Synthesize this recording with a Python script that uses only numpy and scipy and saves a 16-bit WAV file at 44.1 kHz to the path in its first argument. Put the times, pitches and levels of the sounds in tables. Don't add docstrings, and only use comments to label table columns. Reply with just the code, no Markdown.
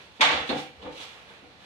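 import sys
import numpy as np
from scipy import signal
from scipy.fft import rfft, irfft
from scipy.io import wavfile
from scipy.ndimage import uniform_filter1d

SR = 44100
rng = np.random.default_rng(int(sys.argv[2]) if len(sys.argv) > 2 else 0)


def transcribe(signal):
    frames = np.atleast_2d(signal).T
    limited = np.clip(frames, -1, 1)
    pcm = np.round(limited * 32767).astype(np.int16)
    wavfile.write(sys.argv[1], SR, pcm)


N = 72765
LEAD = SR // 4
TIME = np.arange(-LEAD, N) / SR


def amp(db):
    return 10 ** (np.asarray(db) / 20)


def unit(x):
    return x / np.sqrt(np.mean(x ** 2) + 1e-20)


def read(points, hz):
    f, value = np.transpose(points)
    return np.interp(np.log(hz + 1), np.log(f + 1), value)


def evened(x, width_hz):
    spectrum = rfft(x)
    power = uniform_filter1d(abs(spectrum) ** 2, max(1, int(width_hz * len(x) / SR)))
    return irfft(spectrum / np.sqrt(abs(power) + 1e-12), len(x))


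def pair(a, b):
    # f/Hz, likeness (1 = the same)
    likeness = [(60, -0.1), (130, 0.88), (290, 0.73), (500, 0.8), (1000, 0.29), (2000, -0.16), (4000, 0),
                (12000, 0)]
    same = read(likeness, np.fft.rfftfreq(len(a), 1 / SR))
    mid = rfft(a) * np.sqrt((1 + same) / 2)
    side = rfft(b) * np.sqrt((1 - same) / 2)
    return irfft(np.array([mid + side, mid - side]), len(a))


def room(x, direct_db, onset_s=0.0021, left_ahead_s=0.00033):
    # f/Hz, time to fade by 60 dB/s
    fade_times = [(60, 0.6), (200, 0.38), (500, 0.44), (1000, 0.3), (2500, 0.47), (4500, 0.26), (8000, 0.3),
                  (15000, 0.39)]
    hz, t, noise = signal.stft(rng.standard_normal((2, SR)), SR, nperseg=256)
    fading = noise * amp(-60 * t / read(fade_times, hz)[:, None])
    build_up = 1 - np.exp(-np.arange(SR) / SR / onset_s)
    tails = signal.istft(fading, SR)[1][:, :SR] * build_up
    echo = pair(*[evened(tail, width_hz=60) for tail in tails])[:, :SR * 3 // 4]
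    direct = np.array([x, np.interp(TIME - left_ahead_s, TIME, x)])
    return amp(direct_db) * direct + signal.fftconvolve(x[None], echo, axes=1)[:, :len(x)]


def room_tone(level_db=-56.5):
    # f/Hz, level/dB
    colour = [(20, -34), (32, -39), (50, 0.5), (75, 3.5), (140, -3), (300, -2.5), (700, -6.5), (2000, -13),
              (4000, -9), (8000, -29), (15500, -46)]
    noise = pair(*rng.standard_normal((2, len(TIME))))
    gain = amp(read(colour, np.fft.rfftfreq(len(TIME), 1 / SR)))
    return amp(level_db) * unit(irfft(rfft(noise) * gain, len(TIME)))


def bumps(pitch_hz=76, rise_s=0.0194):
    # t/s, level/dB
    shifts = [(0.332, -39.5), (.39, -44), (0.496, -47), (.545, -57), (0.771, -51.5), (0.844, -50)]
    out = np.zeros(len(TIME))
    for start, db in shifts:
        t = np.maximum(TIME - start, 0)
        swell = t / rise_s
        out += amp(db) * (swell * np.exp(1 - swell)) ** 2 * np.sin(2 * np.pi * pitch_hz * t)
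    return out


def ringing(force, colour, ring_share=1, size=8192):
    # f/Hz, width/Hz, boost/dB
    modes = [(141.6, 15, 8), (287.4, 39, 12), (317.4, 16, 10.5), (495.3, 52, 9), (612, 13, 3.5),
             (753, 33, 4.5), (776.3, 11.4, 7), (888.4, 47, 8.5), (1142, 42, 7.5), (1710, 240, 2),
             (2300, 79, 6), (2900, 180, 3.5), (3430, 220, 6), (3830, 160, 3)]
    hz = abs(np.fft.fftfreq(size, 1 / SR))
    boost_db = sum(db / (1 + (2 * (hz - f) / width) ** 2) for f, width, db in modes)
    log_gain = np.log(amp(read(colour, hz) + ring_share * boost_db))
    ring = np.fft.ifft(np.exp(np.conj(signal.hilbert(log_gain)))).real[:size // 2]
    return signal.fftconvolve(force, ring / np.linalg.norm(ring))[:len(force)]


def grit(grains_per_s=5000, spread_db=6):
    size = amp(spread_db * np.minimum(rng.exponential(1, len(TIME)), 5))
    direction = rng.choice([-1, 1], len(TIME))
    catches = rng.random(len(TIME)) < grains_per_s / SR
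    return unit(size * direction * catches)


def swells(pushes):
    return sum(amp(db) * np.exp(-.5 * ((TIME - peak) / np.where(TIME < peak, rise, fall)) ** 2)
               for peak, db, rise, fall in pushes)


def scraping(pressed_ring=0.52):
    # peak t/s, level/dB, rise/s, fall/s
    strokes = [(-.01, -51.5, 0.032, 0.04), (.175, -56.5, 0.047, 0.0085), (.485, -43, 0.037, 0.014),
               (.58, -36, 0.031, 0.019), (.95, -51.5, 0.063, 0.026), (1.01, -39, 0.029, .025),
               (1.09, -53, 0.019, 0.076), (1.635, -55, 0.034, .04)]
    shudders = [(.805, -42.5, 0.016, 0.06), (.86, -39, 0.012, 0.015), (1.32, -60, 0.014, 0.013),
                (1.435, -50.5, 0.0026, 0.0054)]
    # t/s, level/dB
    drag_levels = [(-.2, -34), (.02, -56.5), (.08, -56.5), (.75, -56.5), (.86, -56.5), (1.05, -49.5),
                   (1.18, -51.5), (1.33, -50), (1.39, -56), (1.56, -58.5), (1.65, -45.5)]
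    # f/Hz, level/dB
    scrape_colour = [(60, -36), (400, -10.5), (1000, -1), (1600, -5.5), (2700, 1.5), (3400, 1.5),
                     (4300, -4), (5200, -7), (7500, -14), (10500, -21.5), (12500, -29), (15500, -28)]
    shudder_colour = [(40, -7), (90, -9), (190, -3.5), (290, -7.5), (380, -3.5), (510, 1.5), (650, -6),
                      (950, -4.5), (1400, -12), (2600, -16), (5000, -36), (15000, -59)]
    drag_colour = [(60, -8), (130, -0.5), (210, 0), (300, -10.5), (380, 1), (500, 2), (620, 1.5), (900, 2),
                   (1300, 2), (2500, 2), (3800, -5.5), (5000, -13), (8000, -19), (12000, -25.5),
                   (15500, -47)]
    scrape = ringing(swells(strokes) * grit(), scrape_colour, pressed_ring)
    shudder = ringing(swells(shudders) * grit(), shudder_colour)
    pressure = amp(np.interp(TIME, *np.transpose(drag_levels)))
    drag = ringing(pressure * grit(), drag_colour, pressed_ring)
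    return scrape + shudder + drag


def squeaks(length_s=0.022, sag_hz_per_s=7300, jitter_hz=114):
    # t/s, level/dB, starting f/Hz
    chirps = [(0.488, -36.5, 3820), (0.491, -38.5, 4340)]
    out = np.zeros(len(TIME))
    for start, db, pitch in chirps:
        t = np.clip(TIME - start, 0, length_s)
        jitter = unit(uniform_filter1d(rng.standard_normal(len(t)), size=40))
        hz = pitch - sag_hz_per_s * t + jitter_hz * jitter
        swell = np.sqrt(abs(np.sin(np.pi * t / length_s)))
        out += amp(db) * swell * np.sin(2 * np.pi * np.cumsum(hz) / SR)
    return out


def contacts(hits):
    force = np.zeros(len(TIME))
    t = np.arange(SR // 3) / SR
    for start, db, decay in hits:
        burst = rng.standard_normal(len(t)) * np.exp(-t / decay)
        for _ in range(5):
            burst = evened(burst, width_hz=2) * np.exp(-(t / decay / 2) ** 2)
        part = force[LEAD + round(start * SR):][:len(t)]
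        part += amp(db) * burst[:len(part)] / np.linalg.norm(burst)
    return force


def face_thuds():
    # t/s, level/dB, decay/s
    thuds = [(.1965, -1, 0.0102), (.35, -4.5, 0.0045), (.493, 4.5, 0.0013), (.4995, 6.5, 0.0027),
             (.521, -0.5, 0.006), (1.428, -19.5, 0.0036)]
    squelches = [(.4905, -0.5, 0.0083), (.815, -14.5, 0.023)]
    # f/Hz, level/dB
    thud_colour = [(40, -26), (110, -17), (170, -4.5), (260, -3), (390, -7), (500, -4), (600, -10),
                   (760, 0.5), (950, -9.5), (1600, -12), (2600, -15), (5000, -33), (15000, -63)]
    squelch_colour = [(100, -20), (900, 5), (2000, -5.5), (3000, 5), (3650, 2.5), (4400, -4), (5100, -12),
                      (7500, -18), (11000, -29), (15500, -41)]
    return ringing(contacts(thuds), thud_colour) + ringing(contacts(squelches), squelch_colour)


def edge_crack():
    # t/s, level/dB, decay/s
    cracks = [(.2095, 3.5, 0.0027), (.2132, 9, 0.0033)]
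    # f/Hz, level/dB
    colour = [(100, -35), (900, -13), (1700, -4.5), (2250, 13.5), (2800, -8), (4500, -5.5), (7000, -14),
              (10500, -24), (12500, -38), (15500, -44)]
    return ringing(contacts(cracks), colour)


def edge_clacks():
    # t/s, level/dB, decay/s
    clacks = [(.2085, 12.5, 0.0022), (.2125, 20.5, 0.0065)]
    judders = [(.24, 8.5, 0.039), (.285, 12, 0.0654), (.345, 3.5, 0.068)]
    # f/Hz, level/dB
    clack_colour = [(40, -52), (130, -13), (300, -19.5), (600, -3.5), (920, 5), (1450, 2), (2250, 4),
                    (2600, 2), (3900, -0.5), (4900, -9.5), (7000, -14), (10500, -33.5), (12500, -40),
                    (15500, -45)]
    judder_colour = [(60, -30), (140, -9.5), (300, -12), (600, 0), (1100, 1), (1600, -0.5), (2600, -3.5),
                     (3900, -5), (4900, -12), (7000, -21.5), (10500, -37.5), (15500, -60)]
    return ringing(contacts(clacks), clack_colour) + ringing(contacts(judders), judder_colour)


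def scene():
    crack, edge, face = edge_crack(), edge_clacks(), face_thuds()
    blows = room(crack, direct_db=1.5) + room(edge, direct_db=-10) + room(face, direct_db=-10)
    rubbing = room(scraping(), direct_db=-9.5) + room(squeaks(), direct_db=4.5)
    return (blows + rubbing + bumps() + room_tone())[:, LEAD:]


def record(dry):
    # f/Hz, level/dB
    balance = [(100, -0.5), (280, 0.5), (600, -1), (900, 1.5), (1400, -0.5), (2300, -4.5), (3300, -5),
               (4300, -10.5), (5500, 4.5), (8000, 1.5), (13000, 0.5)]
    threshold_db, squeeze, recover_db_per_s, trim_db = -19, 0.33, 36.5, -0.5
    ceiling, cutoff_hz = 0.81, 15700
    tilt_db = read(balance, np.fft.rfftfreq(2 * N, 1 / SR)) / 2
    x = irfft(rfft(dry, 2 * N) * amp([tilt_db, -tilt_db]))[:, :N]
    power_db = 10 * np.log10(abs(uniform_filter1d((x ** 2).mean(0), size=300)) + 1e-12)
    fall_db = np.arange(N) / SR * recover_db_per_s
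    held_db = np.maximum.accumulate(power_db + fall_db) - fall_db
    over_db = np.maximum(held_db - threshold_db, 0)
    x = x * amp(trim_db - squeeze * uniform_filter1d(over_db, size=200))
    x = ceiling * np.tanh(x / ceiling)
    treble_cut = signal.firwin(511, cutoff_hz, window=("kaiser", 9), fs=SR)
    return signal.oaconvolve(x, treble_cut[None], "same")


dry = scene()
out = record(dry)
transcribe(out)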